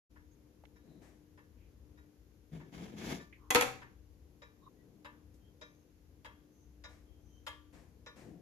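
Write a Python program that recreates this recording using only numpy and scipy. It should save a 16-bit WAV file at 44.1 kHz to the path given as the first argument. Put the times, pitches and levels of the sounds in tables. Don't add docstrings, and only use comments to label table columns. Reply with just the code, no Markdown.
import sys
import numpy as np
from scipy import signal
from scipy.fft import rfft, irfft, next_fast_len
from scipy.io import wavfile
from scipy.ndimage import map_coordinates

SR = 44100
rng = np.random.default_rng(int(sys.argv[2]) if len(sys.argv) > 2 else 0)


def int16_out(signal):
    q = np.round(np.clip(np.atleast_2d(signal).T, -1, 1) * 32767)
    wavfile.write(sys.argv[1], SR, q.astype(np.int16))


N = 370881
TIME_S = np.arange(N) / SR
EVENT_N = SR * 3 // 4
EVENT_S = np.arange(EVENT_N) / SR
OPEN_S, CROSS_S = 4.1, 6.5
TICK_PAN_DB = 2.5


def amp(db):
    return 10 ** (np.asarray(db) / 20)


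def unit_rms(x):
    return x / np.sqrt(np.mean(x ** 2) + 1e-20)


def along(points, hz):
    knots_hz, values = np.transpose(points)
    return np.interp(np.log(hz + 1), np.log(knots_hz + 1), values)


def filtered(x, response):
    n = x.shape[-1]
    padded = next_fast_len(n + 8192)
    return irfft(rfft(x, padded) * response(np.fft.rfftfreq(padded, 1 / SR)), padded)[..., :n]


def panned(db):
    return amp(np.array([[.5], [-.5]]) * db)


def placed(x, pan_db, lead_s):
    def response(hz):
        delay_s = lead_s * along([(600, 0.072), (1300, 0.94)], hz)
        return panned(pan_db(hz)) * np.exp(np.array([[1j], [-1j]]) * np.pi * hz * delay_s)
    return filtered(x, response)


def wobble(rate_hz):
    knots = rng.standard_normal(int(N * rate_hz / SR) + 4)
    return map_coordinates(knots, [TIME_S * rate_hz])


# (frequency [Hz], correlation [ratio])
COHERENCE = [(60, 0.9), (250, 0.89), (600, 0.57), (2000, 0.07), (10000, 0.44)]


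def noise(spectrum, size=EVENT_N):
    def colour(hz):
        angle = np.arccos(np.clip(along(COHERENCE, hz), -1, 1)) / 2
        return amp(along(spectrum, hz)) * np.array([np.cos(angle), np.sin(angle)])
    mid, side = filtered(rng.standard_normal((2, size)), colour)
    return unit_rms(np.array([mid + side, mid - side]))


def band(hz, octaves, size=EVENT_N):
    skirt = [(-4, -60), (-1, -14), (0, 0), (1, -14), (4, -60)]
    return noise([(hz * 2 ** (step * octaves), db) for step, db in skirt], size)


def fade(t60_s):
    return amp(-60 * EVENT_S / t60_s)


def attack(rise_s):
    return 1 - np.exp(-EVENT_S / rise_s)


def ring(hz, db, t60_s, scatter_db, spread_rad, twin_db, split_hz):
    gains = amp(db + scatter_db * rng.standard_normal(len(hz)))
    phase = spread_rad * np.minimum(hz / 1500, 1) * rng.standard_normal((2, len(hz)))
    twin_hz = hz + split_hz * np.sqrt(hz / 1000) * rng.standard_normal(len(hz))
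    modes = np.exp(2j * np.pi * hz[:, None] * EVENT_S)
    twins = 1j * amp(twin_db) * np.exp(2j * np.pi * twin_hz[:, None] * EVENT_S)
    waves = (modes + twins) * np.array([fade(t) for t in t60_s])
    return ((gains * np.exp(1j * phase)) @ waves).imag / np.sqrt(np.sum(gains ** 2) / 2)


def add(track, start_s, sound):
    start = max(round(start_s * SR), 0)
    part = track[:, start:start + sound.shape[-1]]
    part += sound[:, :part.shape[-1]]


# (frequency [Hz], t60 [s])
ROOM_DECAY = [(120, 1), (400, 0.37), (1400, 0.43), (5000, 0.4), (12000, 0.3)]


def in_room(x, wet_db):
    hz, t, bins = signal.stft(rng.standard_normal((2, EVENT_N)), SR, nperseg=256)
    decay = amp(-60 * t / along(ROOM_DECAY, hz)[:, None])
    tail = signal.istft(bins * decay, SR, nperseg=256)[1]
    wet = signal.fftconvolve(x, tail / np.linalg.norm(tail[0]), axes=1)
    return x + amp(wet_db) * wet[:, :x.shape[-1]]


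# (frequency [Hz], density [dB])
AIR_SPECTRUM = [(20, -31), (60, -11), (120, 0), (200, -2), (330, -5), (480, -6.5), (620, -17.5),
                (1000, -22), (1600, -36), (5000, -45), (15000, -46)]
BOOM_SPECTRUM = [(20, -41), (38, -16), (60, -0.5), (80, -3.5), (100, -9), (200, -39), (600, -79.5)]
HISS_SPECTRUM = [(600, -4.5), (1500, 5), (4000, -0.5), (6800, 1.5), (8400, -13), (11000, 0.5), (14500, -3)]


def room_tone(air_db=-68, rumble_db=-66, hum_db=-72.5, hum_hz=299.8, hiss_db=-77):
    drift_db = wobble(1.5) + wobble(5)
    air = amp(air_db + drift_db) * noise(AIR_SPECTRUM, N)
    rumble = amp(rumble_db + 3 * wobble(4)) * noise(BOOM_SPECTRUM, N)
    hum_rms = amp(hum_db + 2.5 * wobble(5))
    hum = hum_rms * np.sqrt(2) * np.sin(2 * np.pi * hum_hz * TIME_S + .4 * wobble(5))
    hiss = unit_rms(filtered(rng.standard_normal((2, N)), lambda hz: amp(along(HISS_SPECTRUM, hz))))
    pan_db = np.interp(TIME_S, [OPEN_S, CROSS_S], [7.5, 6.5])
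    return (air + rumble + hum) * panned(pan_db) + amp(hiss_db) * hiss * panned(1.5)


# (time [s], level [dB], treble [dB])
PALLET_BEATS = [(0.159, -48.5, -6), (0.758, -57, 8), (1.376, -49, 3.5), (1.975, -54.5, 5.5),
                (2.599, -45, -5), (3.197, -42.5, 0), (3.816, -39.5, 2.5), (4.419, -43.5, -3),
                (5.047, -36, -6), (5.613, -42.5, 3), (6.247, -37, -2.5), (6.839, -41.5, 4),
                (7.466, -33, 6.5), (8.062, -41, 2)]
# (frequency [Hz], first pallet [dB], second pallet [dB], t60 [s])
MOVEMENT_MODES = [(478, -11, -5, 0.275), (592, -11, -8, 0.3), (855, -3.5, -15, 0.18),
                  (924, -1.5, -24, 0.17), (962, -4.5, -2.5, 0.2), (989, 0.5, -4, 0.2),
                  (1110, -5, -7.5, 0.3), (1179, -8, -7, 0.35), (1200, -5, -11, .24), (1310, -10, -24, 0.17),
                  (1388, 8, -22, 0.041), (1437, -16, 0.5, 0.22), (1700, -2.5, -7, 0.31),
                  (1758, -1.5, 1.5, 0.24), (1835, -4, -7.5, 0.22), (1953, -3, -19, 0.087),
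                  (2117, -1.5, -9.5, 0.24), (2360, -26, -7.5, 0.37), (2624, -5, -14.5, 0.19),
                  (2690, -9, -14, 0.23), (2790, -16, -18, 0.23), (3203, -14, -14, 0.28),
                  (3350, -24, -15, 0.082), (3740, -16, -5, 0.13), (3825, -11, 2, 0.18),
                  (3880, -8, -4.5, 0.18), (4970, -3, -2.5, 0.077), (5000, -15, -7, 0.11),
                  (5380, -28, -8, 0.055), (6970, -7, -8.5, 0.1)]
# (frequency [Hz], density [dB])
TICK_SPECTRUM = [(240, -67), (400, -32), (567, 2), (768, -14.5), (979, 4), (1070, -5.5), (1690, -3),
                 (2290, -11), (3290, -7.5), (4600, -22), (4960, -18.5), (8430, -30), (11100, -25.5),
                 (15000, -35)]
TOCK_SPECTRUM = [(240, -46.5), (400, -13.5), (584, -2), (745, -20), (979, -8), (1290, -15.5), (1470, -15),
                 (1910, -10.5), (2510, -14), (3050, -25), (3830, -9), (4260, -30), (5430, -14),
                 (15000, -75)]
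# (frequency [Hz], share of treble gain [ratio])
TREBLE_SHELF = [(1800, 0.18), (6000, 1)]
# (frequency [Hz], gain [dB])
SHUT_RESPONSE = [(1200, -2), (1880, 2), (2450, -1.5), (3100, -5.5), (3900, -7.5), (4900, -2.5)]


def escapement(hold_s=0.018, case_t60_s=0.054, brass_db=-7, case_db=-14, snap_db=-13, shut_treble_db=-7):
    out = np.zeros((2, N))
    hz, first_db, second_db, t60_s = np.transpose(MOVEMENT_MODES)
    case_envelope = np.minimum(1, fade(case_t60_s) * amp(60 * hold_s / case_t60_s)) * attack(0.0011)
    for k, (start_s, db, treble_db) in enumerate(PALLET_BEATS):
        modes_db, spectrum = (second_db, TOCK_SPECTRUM) if k % 2 else (first_db, TICK_SPECTRUM)
        brass = ring(hz, modes_db, t60_s, scatter_db=1, spread_rad=.6, twin_db=-11, split_hz=10)
        case = in_room(noise(spectrum) * case_envelope, wet_db=-6.5)
        snap = band(hz=3000, octaves=1.13) * fade(0.0093)
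        beat = amp(brass_db) * brass * attack(0.0069) + amp(case_db) * case + amp(snap_db) * snap
        shut = start_s < OPEN_S
        shelf_db = treble_db + shut * shut_treble_db
        beat = filtered(beat, lambda f: amp(shelf_db * along(TREBLE_SHELF, f)
                                            + shut * along(SHUT_RESPONSE, f)))
        lead_s = -.00027 if start_s < CROSS_S else .00016
        add(out, start_s, amp(db) * placed(beat, lambda f: TICK_PAN_DB, lead_s))
    return out


# (centre [s], half-length [s], frequency [Hz], half-width [oct], level [dB])
FAINT_SQUEAKS = [(.33, 0.044, 6500, 0.064, -76.5), (0.929, 0.21, 3960, 0.13, -81.5),
                 (1.633, 0.14, 2390, 0.48, -78), (3.451, 0.14, 1080, 0.37, -68.5),
                 (4.633, 0.055, 1100, 0.16, -69), (4.675, 0.027, 1075, 0.18, -57.5),
                 (4.657, .08, 3770, .08, -79), (4.805, 0.086, 1935, 0.054, -79),
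                 (5.466, 0.11, 3180, 0.054, -78.5), (5.753, 0.3, 6320, 0.033, -83),
                 (6.613, 0.21, 6230, 0.097, -78), (7.14, 0.16, 3190, 0.052, -81),
                 (7.338, 0.26, 6130, 0.12, -78), (7.366, .16, 3110, 0.06, -78)]


def squeaks():
    out = np.zeros((2, N))
    for centre_s, half_s, hz, octaves, db in FAINT_SQUEAKS:
        swell = np.hanning(int(2 * half_s * SR)) ** 2
        add(out, centre_s - half_s, amp(db) * band(hz, octaves, len(swell)) * swell)
    return out


# (time [s], length [s], swish [dB], thud [dB])
HAND_STROKES = [(0.845, 0.43, -78.5, -59.5), (1.013, 0.22, -65, -67.5), (4.802, 0.79, -95, -66),
                (6.886, 0.22, -66.5, -70), (7.726, 0.23, -63.5, -61), (8.159, 0.23, -60.5, -61),
                (8.23, 0.46, -83, -54)]
# (time [s], level [dB], frequency [Hz], half-width [oct], t60 [s])
HAND_CLICKS = [(0.638, -56, 597, 1.2, 0.045), (0.653, -52, 2134, 0.87, 0.019),
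               (3.327, -57, 2179, 0.41, 0.2), (5.341, -72.5, 5960, 2.24, 0.17)]
# (frequency [Hz], density [dB])
SKIN_SPECTRUM = [(290, -49), (500, -0.5), (1390, -12), (1770, -7.5), (3510, -19.5), (6860, -19),
                 (14000, -32.5), (15000, -30)]
PANEL_SPECTRUM = [(24, -41.5), (40, -15), (65, -20), (96, -13), (146, 0), (247, -2.5), (285, -4), (318, -4),
                  (507, -14), (564, -24), (700, -15.5), (910, -34.5), (1540, -120)]


def handling(swish_pan_db=4.5, thud_pan_db=7.5):
    out = np.zeros((2, N))
    for start_s, length_s, swish_db, thud_db in HAND_STROKES:
        swish = amp(swish_db) * noise(SKIN_SPECTRUM) * panned(swish_pan_db)
        thud = amp(thud_db) * noise(PANEL_SPECTRUM) * panned(thud_pan_db)
        age = 4 * EVENT_S / length_s
        envelope = np.sqrt(2 * age) * np.exp(.5 - age)
        add(out, start_s, (swish + thud) * envelope)
    for start_s, db, hz, octaves, t60_s in HAND_CLICKS:
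        add(out, start_s, amp(db) * band(hz, octaves) * fade(t60_s))
    return out


# (time [s], length [s], swell [dB], judder [dB], scrape [dB], rasp [dB], groan [dB])
DOOR_PULLS = [(2.51, 0.052, 3.5, -53, -67, -78.5, -51.5), (2.597, 0.092, -4.5, -55.5, -70, -79, -68),
              (2.716, 0.18, -2.5, -51, -57, -65.5, -60), (2.789, 0.077, -1.5, -51, -61, -85, -52.5),
              (2.914, 0.017, 0, -48, -60.5, -84, -54), (2.958, 0.17, 9, -51.5, -56.5, -61, -57)]


def pull_gain(levels_db, effort_power=1, grip_s=0.024, release_db_per_s=174.5):
    gain = np.zeros(N)
    for (start_s, length_s, swell_db, *_), db in zip(DOOR_PULLS, levels_db):
        t = np.maximum(TIME_S - start_s, 0)
        effort_db = swell_db * np.minimum(t / length_s, 1)
        effort_db -= release_db_per_s * np.maximum(t - length_s, 0)
        gain = np.hypot(gain, amp(db + effort_power * effort_db) * np.minimum(t / grip_s, 1))
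    return gain


# (frequency [Hz], level [dB], t60 [s])
EDGE_MODES = [(1370, -2.5, 0.049), (1743, -7, .025), (2250, -2.5, 0.025), (2560, 0, 0.03)]
# (frequency [Hz], density [dB])
SCRAPE_SPECTRUM = [(290, -27.5), (500, 2), (568, -9.5), (637, -0.5), (1170, -9), (1330, -16), (1630, -5.5),
                   (3460, -8), (4600, -20), (7060, -16.5), (8990, -32), (11300, -20), (15000, -40)]
VARNISH_SPECTRUM = [(1800, -29.5), (3100, -6), (3430, 2), (3650, -4), (4500, -5), (5500, -2.5), (6900, -4),
                    (8600, -22), (11300, -12), (14500, -16.5)]


def door_drag(slips_per_s=650, edge_db=-3, rough_db=2.7):
    *_, judder_db, scrape_db, rasp_db, _ = np.transpose(DOOR_PULLS)
    slips = (rng.random(N) < slips_per_s / SR) * rng.uniform(-1.13, 1, N)

    def struck(body):
        return unit_rms(signal.fftconvolve(slips[None], body, axes=1)[:, :N])

    edge = ring(*np.transpose(EDGE_MODES), scatter_db=1, spread_rad=1, twin_db=-6, split_hz=60)
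    grains = struck(noise(SCRAPE_SPECTRUM) * fade(0.014))
    scrape = unit_rms(noise(SCRAPE_SPECTRUM, N) + grains + amp(edge_db) * struck(edge))
    panel = amp(0.5) * noise(PANEL_SPECTRUM, N) + amp(-12) * noise(BOOM_SPECTRUM, N)
    rasp = unit_rms(noise(VARNISH_SPECTRUM, N) * amp(rough_db * wobble(90)))
    return (pull_gain(judder_db) * panel
            + pull_gain(scrape_db, effort_power=1.36) * scrape
            + pull_gain(rasp_db) * rasp)


def door_groan(slack_hz=155.1, taut_hz=261.7, waver_hz=7, rough_db=2):
    start_s, length_s, *_, groan_db = np.transpose(DOOR_PULLS)
    strain = np.interp(TIME_S, [start_s[0], start_s[-1] + length_s[-1]], [0, 1]) ** 2.5
    pitch_hz = slack_hz + (taut_hz - slack_hz) * strain + waver_hz * wobble(60)
    tone = np.sqrt(2) * np.sin(2 * np.pi * np.cumsum(pitch_hz) / SR)
    return pull_gain(groan_db) * amp(rough_db * wobble(59)) * tone


# (time [s], level [dB], wood [dB], metal [dB])
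DOOR_BLOWS = [(3.505, -21, -6.5, 5), (3.508, -18, -3.5, 0), (3.548, -12.5, -2.5, -1.5),
              (3.5565, -12, -2.5, -7), (3.56, -13, -4, -11), (3.6105, -17.5, -9.5, 1),
              (3.622, -20.5, -1, -1.5)]
# (frequency [Hz], level [dB], t60 [s])
DOOR_MODES = [(124, -21, 0.85), (260.8, -13, .36), (310, -11, 0.4), (490.4, 3, 0.33), (768.5, -6.5, 0.42),
              (783, -12.5, 0.26), (858, -9.5, 0.18), (956, -6.5, .18), (1025, -11, .22),
              (1142.5, -12.5, 0.25), (1276, -6, .22), (1280, -10, 0.33), (1367, -7.5, 0.22),
              (1397, -11.5, .34), (1516, -9.5, .16), (1760, -10.5, 0.21), (2140, -14, 0.29),
              (2220, -14, .36), (2400, -13.5, 0.23), (2595, -16, 0.3), (2820, -16, 0.25),
              (3470, -14.5, 0.31)]
CATCH_MODES = [(1885, -1, .1), (2020, 1.5, 0.079), (2480, -2, 0.082), (2580, -3.5, 0.06), (3320, -4, 0.11)]
# (frequency [Hz], density [dB])
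BURST_SPECTRUM = [(50, -34), (80, -23), (160, -25.5), (270, -12), (400, -13.5), (490, -7.5), (600, -16.5),
                  (920, -7.5), (1300, -12.5), (2400, -13.5), (3400, -19), (8500, -32.5), (15000, -40.5)]
CRACK_SPECTRUM = [(800, -21.5), (2500, 3.5), (4800, -11), (6400, 6), (9000, -9), (11100, 5.5), (12500, -7),
                  (15000, -1.5)]


def door_clack(burst_t60_s=0.049, crack_t60_s=0.024):
    out = np.zeros((2, N))
    wood_share = [(600, 0.45), (2000, 0.031)]
    for start_s, db, wood_db, metal_db in DOOR_BLOWS:
        wood = ring(*np.transpose(DOOR_MODES), scatter_db=3, spread_rad=1, twin_db=-7.5, split_hz=34)
        wood *= amp(wood_db - 13) * attack(0.003)
        burst = filtered(noise(BURST_SPECTRUM), lambda hz: amp(wood_db * along(wood_share, hz)))
        burst *= amp(-7) * fade(burst_t60_s)
        crack = amp(metal_db - 8.5) * noise(CRACK_SPECTRUM) * fade(crack_t60_s)
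        steel = ring(*np.transpose(CATCH_MODES), scatter_db=1.5, spread_rad=.8, twin_db=-7, split_hz=30)
        steel *= amp(metal_db - 16)
        add(out, start_s, amp(db) * (wood + steel + in_room(burst + crack, wet_db=-5)))
    return out


def shove(start_s, db, rise_s, t60_s):
    t = np.maximum(TIME_S - start_s, 0)
    envelope = (1 - np.exp(-t / rise_s)) * amp(-60 * t / t60_s)
    return amp(db) * noise(BOOM_SPECTRUM, N) * envelope


# (frequency [Hz], left minus right [dB])
DOOR_PAN = [(60, 5.5), (110, 6), (200, 2), (380, 8), (690, 3.5), (1280, 4), (2360, -6.5), (4350, 5.5),
            (8030, 1.5), (14800, 2)]


def door():
    jolt = shove(DOOR_BLOWS[0][0], db=-50.5, rise_s=0.077, t60_s=0.68)
    opening = door_clack() + door_drag() + door_groan() + jolt
    return placed(opening, lambda hz: along(DOOR_PAN, hz), lead_s=.0003)


# (frequency [Hz], level [dB], t60 [s])
TRAIN_MODES = [(1167, 1.5, 0.43), (3060, -18, 0.74), (3220, 4, 0.28), (3246, -5, 0.44)]
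# (time [s], level [dB])
TRAIN_PINGS = [(6.253, -64), (7.469, -50)]


def wheel_train():
    out = np.zeros((2, N))
    for start_s, db in TRAIN_PINGS:
        tone = ring(*np.transpose(TRAIN_MODES), scatter_db=.5, spread_rad=.3, twin_db=-18, split_hz=8)
        add(out, start_s, amp(db) * tone * attack(.004))
    return out * panned(TICK_PAN_DB)


def scene():
    thumb_push = shove(start_s=7.06, db=-59.5, rise_s=.06, t60_s=3.7) * panned(14.5)
    return escapement() + wheel_train() + door() + handling() + thumb_push + squeaks() + room_tone()


def record(dry):
    cutoff_hz = 14700
    fade_in = np.interp(TIME_S, [.095, .112], [0, 1])
    return filtered(dry * fade_in, lambda hz: 1 / (1 + (hz / cutoff_hz) ** 120))


dry = scene()
out = record(dry)
int16_out(out)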